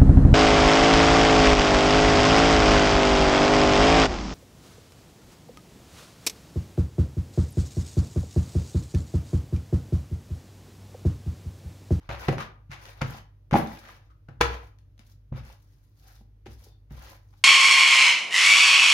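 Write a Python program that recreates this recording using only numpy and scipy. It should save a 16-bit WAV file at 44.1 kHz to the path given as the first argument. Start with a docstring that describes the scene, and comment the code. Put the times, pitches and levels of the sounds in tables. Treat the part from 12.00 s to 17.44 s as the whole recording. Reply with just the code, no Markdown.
"""A hard-walled kitchen, where an oiled hand kneads soft, sticky dough in a plastic bowl on the counter.
Each blow drives the bowl's mass-loaded base into damped vibration, slaps wetly and pops out trapped air.
Between blows the dough squelches and peels off the plastic: tiny cavities ring, folds slip, threads snap.
Diffuse reflections give a brief reverberation, and an appliance hums over the low rumble of the room."""
import sys
import numpy as np
from scipy import signal
from scipy.fft import rfft, irfft, next_fast_len
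from scipy.io import wavfile

SR = 44100
rng = np.random.default_rng(int(sys.argv[2]) if len(sys.argv) > 2 else 0)


def generate_wav(signal):
    """Clip the signal to [-1, 1] and save it as 16-bit WAV at the path in sys.argv[1]."""
    frames = np.transpose(np.atleast_2d(signal))
    scaled = np.clip(frames, -1, 1) * 32767
    pcm = np.round(scaled).astype(np.int16)
    wavfile.write(sys.argv[1], SR, pcm)


N = 239859
TIME = np.arange(N) / SR
EVENT_TIME = TIME[:SR * 3 // 5]   # time axis of a single event
EVENT_N = len(EVENT_TIME)


# Dough landing on the base: (time [s], level [dB], loaded base pitch [Hz], contact hardness [Hz],
# counter boom [dB re level], wall ring [dB re level])
DOUGH_IMPACTS = [(0.091, -30, 115.8, 900, 0, -6), (0.284, -15, 141.6, 501.5, -23, -0.5),
                 (0.695, -35, 136, 143, -12, -2.5), (1.018, -20, 132.8, 350, -21, 0.5),
                 (1.526, -14.5, 146.5, 606, -23, 5.5), (1.546, -15, 223.8, 608, -20, -4.5),
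                 (2.287, -36.5, 127, 870, -12, -4), (2.406, -25, 115.7, 710, 5, -16),
                 (2.992, -55, 215.8, 600, -10, -0.5), (3.320, -23, 126.9, 180.4, -8, 3),
                 (4.208, -56.5, 215.8, 696, -10, 9.5), (4.480, -40.5, 115, 697, 4, 5),
                 (4.909, -37, 140.9, 425, 4, 2)]

def thuds(base_t60=0.074, squash_s=0.0019, counter_hz=62, counter_t60=0.34):
    """Mass loading: the lump drives the base and lowers its pitch; wall and counter shake along."""
    out, impulse = np.zeros(N), signal.unit_impulse(EVENT_N)
    for s, db, hz, hardness_hz, boom_db, wall_db in DOUGH_IMPACTS:
        force = low_pass(impulse, hardness_hz, order=2)
        base = 2 * resonator(force, hz, base_t60) * (1 - np.exp(-EVENT_TIME / squash_s))
        counter = resonator(force, counter_hz, counter_t60) * (1 - np.exp(-EVENT_TIME * counter_hz))
        add(out, s, from_db(db) * (base + from_db(boom_db) * counter + from_db(wall_db) * bowl(force)))
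    return out


# Modes of the bowl's wall: (frequency [Hz], level [dB], t60 [s])
WALL_MODES = [(213, -9.5, 0.14), (283.4, -13, 0.097), (351, -16.5, 0.11), (470.7, -24, 0.36),
              (587, -17.5, 0.085), (681.6, -30.5, 0.16), (829, -27, 0.4), (833, -38, 0.046),
              (1048, -30.5, 0.13), (1305, -30.5, 0.058), (1650, -35, 0.11), (2250, -29, 0.043),
              (2360, -32.5, 0.092)]

def bowl(force):
    """Modal superposition: the plastic wall responds as a sum of damped modes of alternating sign."""
    return sum((-1) ** k * from_db(db) * resonator(force, hz, t60)
               for k, (hz, db, t60) in enumerate(WALL_MODES))


# Spectrum of a wet contact: (frequency [Hz], spectral density [dB])
SLAP_SPECTRUM = [(100, -5.5), (250, 1), (500, 5), (1000, 2), (2200, -3), (4000, -11), (6500, -15),
                 (15000, -18)]
# Wet skin or dough smacking down: (time [s], level [dB], rise [s], t60 [s], brightness [Hz])
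WET_CONTACTS = [(0.0911, -32.5, 0.00052, 0.29, 2320), (0.285, -18, .0013, 0.042, 2080),
                (0.383, -36.5, .0012, 0.081, 3530), (0.405, -39.5, 0.00079, 0.071, 5000),
                (0.720, -41.5, 0.0066, 0.22, 5500), (1.0169, -21.5, 0.0022, 0.044, 2500),
                (1.511, -32.5, 0.00018, 0.046, 3000), (1.528, -25.5, 0.00059, 0.32, 1600),
                (1.557, -20.5, .003, 0.11, 1300), (2.286, -49, 0.0011, 0.16, 750),
                (2.411, -10, 0.0012, 0.055, 4213), (3.324, -51, 0.0022, 0.32, 450),
                (3.368, -50.5, 0.023, 0.16, 2965), (4.462, -46, 0.002, 0.072, 7000),
                (4.906, -55, 0.0026, 0.17, 2980)]

def slaps(grain_db=7.0, head_on_db=-3, balance_db=1, low_edge_ratio=0.2, lead_s=0.04):
    """Impact noise: a wet contact swells as the gap closes, then spreads as a burst of tiny collapses."""
    out = np.zeros((2, N))
    for s, db, rise_s, t60, bright_hz in WET_CONTACTS:
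        sizes = from_db(grain_db * np.repeat(rng.standard_normal(EVENT_N), 20)[:EVENT_N])
        noise = diffuse_noise(EVENT_N) + from_db(head_on_db) * rng.standard_normal(EVENT_N)
        burst = coloured(noise * sizes, SLAP_SPECTRUM)
        burst = high_pass(burst, low_edge_ratio * bright_hz)   # smaller contacts sound thinner
        burst = unit_rms(low_pass(burst, bright_hz, order=1))
        since_peak = EVENT_TIME - lead_s
        envelope = np.exp(np.minimum(since_peak / rise_s, -np.log(1000) * since_peak / t60))
        add(out, s - lead_s, from_db(db) * lean_left(balance_db) * burst * envelope)
    return out


# Air forced out from under the dough: (time [s], level [dB], pitch [Hz])
AIR_POCKETS = [(0.285, -15, 388), (0.287, -17.5, 774), (0.296, -23, 501), (1.541, -4.5, 803),
               (1.548, -17, 320), (1.555, -7, 828), (1.891, -42.5, 765), (1.892, -36.5, 1220),
               (2.41, -9, 462), (2.4125, -11.5, 1010), (2.413, -15, 1650), (3.5, -44.5, 867),
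               (4.211, -54.5, 786), (4.462, -36, 378), (4.465, -39.5, 797), (4.668, -47.5, 426)]

def pops(opening_hz=2500, t60_cycles=21.0):
    """Cavity resonance: escaping air rings briefly; so small a source radiates little below its pitch."""
    out = np.zeros(N)
    puff = low_pass(signal.unit_impulse(EVENT_N), opening_hz, order=2)
    for s, db, hz in AIR_POCKETS:
        add(out, s, from_db(db) * resonator(high_pass(puff, hz / 2), hz, t60_cycles / hz))
    return out


# Spectra of the squeezed dough and of the oily film: (frequency [Hz], spectral density [dB])
SQUELCH_SPECTRUM = [(200, -5), (500, 0.5), (800, 3.5), (1800, -1), (3000, -8), (6000, -16.5)]
FIZZ_SPECTRUM = [(2200, -13.5), (3500, 0.5), (5000, 6.5), (6300, 1), (9000, 1), (15000, 5.5)]

def squelching(squelch_db=-1, fizz_db=1, crackle_db=-14, bubbles_db=-8, crackles_per_s=150):
    """Bubble noise: dough crackles low and the oily film fizzes, each with a few larger bubbles."""
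    squelch_gain, fizz_gain = kneading()
    squelch = cavities(SQUELCH_SPECTRUM, per_s=7600, spread_db=1.5, t60_cycles=23, clump_db=1.4, bands=22)
    fizz = cavities(FIZZ_SPECTRUM, per_s=5300, spread_db=0, t60_cycles=10, clump_db=3.5, bands=18)
    clicks = rng.standard_normal((2, N)) * (rng.random(N) < crackles_per_s / SR)
    crackle = unit_rms(high_pass(coloured(clicks, FIZZ_SPECTRUM), 2000))
    bubbles = cavities(SQUELCH_SPECTRUM, per_s=180, spread_db=3, t60_cycles=30, clump_db=1, bands=16)
    dough = squelch_gain * (squelch + from_db(bubbles_db) * bubbles)
    film = fizz_gain * (fizz + from_db(crackle_db) * crackle)
    return from_db(squelch_db) * dough + from_db(fizz_db) * film


def cavities(spectrum, per_s, spread_db, t60_cycles, clump_db, bands, swell_db=2.0):
    """Shot noise: tiny cavities burst in clumps, each ringing briefly at its own pitch."""
    sizes = from_db(spread_db * np.minimum(rng.exponential(1, N), 4) + clump_db * drift(120))
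    clicks = rng.standard_normal((2, N)) * sizes * (rng.random(N) < per_s / SR)
    band_of_click, out = rng.integers(0, bands, N), 0
    for k, hz in enumerate(np.geomspace(spectrum[0][0], spectrum[-1][0], bands)):
        ringing = resonator(np.diff(clicks * (band_of_click == k), prepend=0), hz, t60_cycles / hz)
        ringing = unit_rms(ringing * from_db(swell_db * drift(25)))   # folds open and close
        gain = from_db(at_hz(spectrum, hz)) * np.sqrt(hz)   # higher bands are wider
        out = out + gain * stereo(ringing, hz)
    return unit_rms(out)


# The hand pressing into the dough: (start [s], duration [s], squelch [dB], fizz [dB])
HAND_PRESSES = [(0.095, 0.037, -46.5, -62), (0.371, 0.054, -38.5, -60), (0.706, 0.028, -46.5, -79),
                (1.548, 0.015, -30, -36.5), (2.431, 0.12, -44, -67.5), (2.989, 0.021, -59, -73.5),
                (3.344, 0.036, -47, -62), (4.471, 0.063, -62.5, -63.5), (4.901, 0.017, -64, -56.5)]
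# Dough peeling off plastic or skin: (start [s], duration [s], squelch [dB], fizz [dB])
DOUGH_PEELS = [(-0.04, 0.15, -64, -80), (0.153, 0.16, -44, -55), (0.77, 0.19, -50.5, -58.5),
               (0.946, 0.07, -56, -69), (1.021, .2, -47.5, -58), (1.558, .29, -50, -57.5),
               (1.792, 0.21, -54.5, -64), (1.95, 0.15, -69, -81), (2.518, .19, -58, -67),
               (3.033, 0.11, -70.5, -64), (3.411, .16, -56.5, -63.5), (3.44, 0.56, -79, -74),
               (3.941, 0.3, -68, -63.5), (4.562, .15, -65.5, -61), (4.906, .29, -52.5, -58),
               (5.15, 0.5, -77.5, -76.5)]

def kneading(attack_s=0.031, release_t60=0.11, peel_exponent=1.1):
    """Incoherent addition: presses and peels sum in power to give the envelopes of squelch and fizz."""
    power = np.zeros((2, N))
    for s, duration, *levels in HAND_PRESSES:
        rise = np.clip((TIME - s) / attack_s, 0, 1)
        release = decay(np.maximum(TIME - s - duration, 0), release_t60)
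        power += np.outer(from_db(levels), rise * release) ** 2
    for s, duration, *levels in DOUGH_PEELS:
        arch = np.abs(np.sin(np.pi * np.clip((TIME - s) / duration, 0, 1)))
        power += np.outer(from_db(levels), arch ** peel_exponent) ** 2
    return np.sqrt(power)


# Wet folds skidding on the plastic: (centre time [s], level [dB], half width [s], pitch [Hz], Q [-])
SLIPPING_FOLDS = [(0.036, -56, .03, 1510, 20), (0.115, -56, 0.018, 756, 2.3), (0.33, -36, 0.018, 610, 6),
                  (0.416, -35, 0.016, 1204, 18), (0.724, -38.5, 0.0093, 2050, 5.4),
                  (1.577, -46, .025, 11460, 3), (1.873, -53, 0.047, 1687, 3.2),
                  (2.111, -63.5, 0.015, 1250, 10.3), (2.29, -56, 0.0058, 1430, 7.8),
                  (4.079, -62, 0.044, 770, 12), (4.09, -66, 0.034, 1524, 3.3),
                  (4.132, -72, .07, 4800, 2.74), (4.69, -69, 0.044, 760, 5), (4.714, -79, 0.062, 4480, 30),
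                  (4.724, -77.5, 0.047, 3570, 30), (5.338, -64.5, 0.0098, 840, 2.5)]

def squishes(slips_per_s=700):
    """Stick-slip excitation: quick uneven slips ring the hollow of a fold."""
    out, middle = np.zeros((2, N)), EVENT_TIME.mean()
    for s, db, half_width, hz, q in SLIPPING_FOLDS:
        slips = stereo(rng.standard_normal((2, EVENT_N)), hz) * (rng.random(EVENT_N) < slips_per_s / SR)
        t60 = np.log(1000) * q / (np.pi * hz)
        hollow = unit_rms(resonator(np.diff(slips, prepend=0), hz, t60))
        envelope = np.exp(-((EVENT_TIME - middle) / half_width) ** 2)
        add(out, s - middle, from_db(db) * hollow * envelope)
    return out


# Sticky threads parting: (time [s], level [dB])
THREAD_BREAKS = [(0.855, -34), (1.672, -34), (1.773, -40), (2.718, -62.5), (2.7867, -49), (2.979, -51),
                 (2.9929, -39), (3.1178, -58.5), (4.0263, -58), (4.163, -52), (4.602, -57), (4.6736, -59),
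                 (5.118, -47), (5.329, -61)]

def snaps(t60=0.013, bright_hz=4000):
    """Broadband transient: a thread of dough parts with a tacky tick."""
    out = np.zeros((2, N))
    for s, db in THREAD_BREAKS:
        tick = diffuse_noise(EVENT_N) * decay(EVENT_TIME, t60)
        add(out, s, from_db(db) * low_pass(tick, bright_hz, order=1))
    return out


# Reverberation time of the kitchen: (frequency [Hz], t60 [s])
REVERB_T60 = [(60, 0.41), (200, 0.42), (1000, 0.41), (3000, 0.34), (7000, 0.21), (15000, 0.2)]
# Strength of the reverberant field: (frequency [Hz], level [dB])
REVERB_LEVEL = [(60, 2), (150, -3.5), (400, -7), (1500, -4), (5000, -3.5), (14000, -4)]

def kitchen(direct, first_echo_s=0.0029, build_s=0.0024, lowest_hz=62.5):
    """Reverberation: dense reflections build up and decay exponentially, sooner in the treble."""
    field, response = rfft(diffuse_noise(EVENT_N)), 0
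    octave = np.log2(np.clip(bin_hz(EVENT_N), lowest_hz, 16000) / lowest_hz)
    onset = np.clip((EVENT_TIME - first_echo_s) / build_s, 0, 1)
    for k in range(9):
        centre_hz = lowest_hz * 2 ** k
        band = irfft(field * np.maximum(1 - abs(octave - k), 0), EVENT_N)
        envelope = onset * decay(EVENT_TIME, at_hz(REVERB_T60, centre_hz))
        gain = from_db(at_hz(REVERB_LEVEL, centre_hz)) / np.linalg.norm(envelope)
        response = response + gain * band * envelope
    return signal.fftconvolve(direct, response, axes=1)[:, :N]


# Partials of the mains hum: (frequency [Hz], rms level [dB])
HUM_PARTIALS = [(49.5, -55.5), (100.5, -56), (297, -82.5), (474, -89), (594, -89.5)]

def appliance_hum(waver_db=1.3, wander_rad=0.79):
    """Random modulation: each partial of the mains hum wavers in amplitude and phase."""
    out = np.zeros(N)
    for hz, db in HUM_PARTIALS:
        amplitude = np.sqrt(2) * from_db(db + waver_db * drift(3.6))
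        out += amplitude * np.sin(2 * np.pi * hz * TIME + wander_rad * drift(12))
    return out


# Background noise of the room: (frequency [Hz], spectral density [dB])
RUMBLE_SPECTRUM = [(22, -14), (40, 0.5), (60, -2), (85, -2.5), (130, -0.5), (180, -20), (300, -20),
                   (600, -32.5), (1200, -37), (3500, -44.5), (7000, -49.5), (15000, -46)]

def room_rumble(rms_db=-59):
    """Ambient noise: a steady diffuse field with most of its power in the bass."""
    noise = diffuse_noise(next_fast_len(N))[:, :N]
    return from_db(rms_db) * unit_rms(coloured(noise, RUMBLE_SPECTRUM))


# Likeness of left and right: (frequency [Hz], correlation [-])
COHERENCE = [(60, 0.95), (150, 0.87), (500, 0.74), (1000, -0.18), (2500, 0), (15000, 0.11)]

def stereo(pair, hz):
    """Spatial coherence: two independent signals mix into channels alike in the bass, not the treble."""
    alike = at_hz(COHERENCE, hz)
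    mid, side = np.sqrt(1 + alike) * pair[0], np.sqrt(1 - alike) * pair[1]
    return np.array([mid + side, mid - side]) / np.sqrt(2)


def diffuse_noise(size):
    """Diffuse field: white noise arriving from all round."""
    return irfft(stereo(rfft(rng.standard_normal((2, size))), bin_hz(size)), size)


def lean_left(db):
    """Level panning: gains that raise the left and lower the right by db each."""
    return from_db([[db], [-db]])


def drift(knots_per_s):
    """Interpolated noise: a slow random curve of unit variance."""
    knots = rng.standard_normal(4000)
    return np.interp(TIME * knots_per_s, np.arange(len(knots)), knots) * np.sqrt(3 / 2)


def resonator(x, hz, t60):
    """Damped oscillator: a unit impulse starts a decaying sine of height 1."""
    radius, angle = from_db(-60 / (t60 * SR)), 2 * np.pi * hz / SR
    return signal.lfilter([0, np.sin(angle)], [1, -2 * radius * np.cos(angle), radius ** 2], x + 1e-18)


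def decay(t, t60):
    """Exponential decay, 60 dB in t60 seconds."""
    return np.exp(-np.log(1000) * t / t60)


def low_pass(x, hz, order):
    """Causal attenuation above hz."""
    return signal.sosfilt(signal.butter(order, hz, fs=SR, output="sos"), x + 1e-18)


def high_pass(x, hz):
    """Causal attenuation below hz."""
    return signal.sosfilt(signal.butter(2, hz, "high", fs=SR, output="sos"), x)


def coloured(x, spectrum):
    """Zero-phase filtering by a smooth spectrum."""
    size = next_fast_len(x.shape[-1] + SR // 10)
    return irfft(rfft(x, size) * from_db(at_hz(spectrum, bin_hz(size))), size)[..., :x.shape[-1]]


def at_hz(points, hz):
    """Interpolation on a log-frequency axis."""
    known_hz, values = np.transpose(points)
    return np.interp(np.log(np.maximum(hz, 1)), np.log(known_hz), values)


def bin_hz(size):
    """Frequencies of a real FFT."""
    return np.arange(size // 2 + 1) * SR / size


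def from_db(db):
    """Decibels to amplitude ratio."""
    return 10 ** (np.asarray(db) / 20)


def unit_rms(x):
    """Normalisation to unit power."""
    return x / np.sqrt(np.mean(x ** 2) + 1e-20)


def add(track, s, sound):
    """Superposition of a sound at time s, or at zero if s is negative."""
    start = max(round(s * SR), 0)
    track[..., start:start + sound.shape[-1]] += sound[..., :N - start]


def scene(wall_db=-34, balance_db=1.0):
    """Forced vibration: the wet sounds also drive the bowl, and all the kneading excites the room."""
    wet = slaps() + pops() + (snaps() + squishes() + squelching()) * lean_left(balance_db)
    direct = wet + from_db(wall_db) * bowl(wet) + thuds()
    return direct + kitchen(direct) + appliance_hum() + room_rumble()


# Frequency response of the microphone: (frequency [Hz], gain [dB])
MICROPHONE_RESPONSE = [(20, -24.5), (48, -1.5), (6600, 1), (7500, -8), (8500, -7), (9600, -3), (13000, -2),
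                       (16000, -8)]

def record(dry, ceiling=0.85, cutoff_hz=15950):
    """Band limiting and saturation: the microphone dulls the treble above 7 kHz and rounds the peaks."""
    rounded = ceiling * np.tanh(coloured(dry, MICROPHONE_RESPONSE) / ceiling)
    return signal.sosfilt(signal.ellip(10, .2, 80, cutoff_hz, fs=SR, output="sos"), rounded)


dry = scene()
out = record(dry)
generate_wav(out)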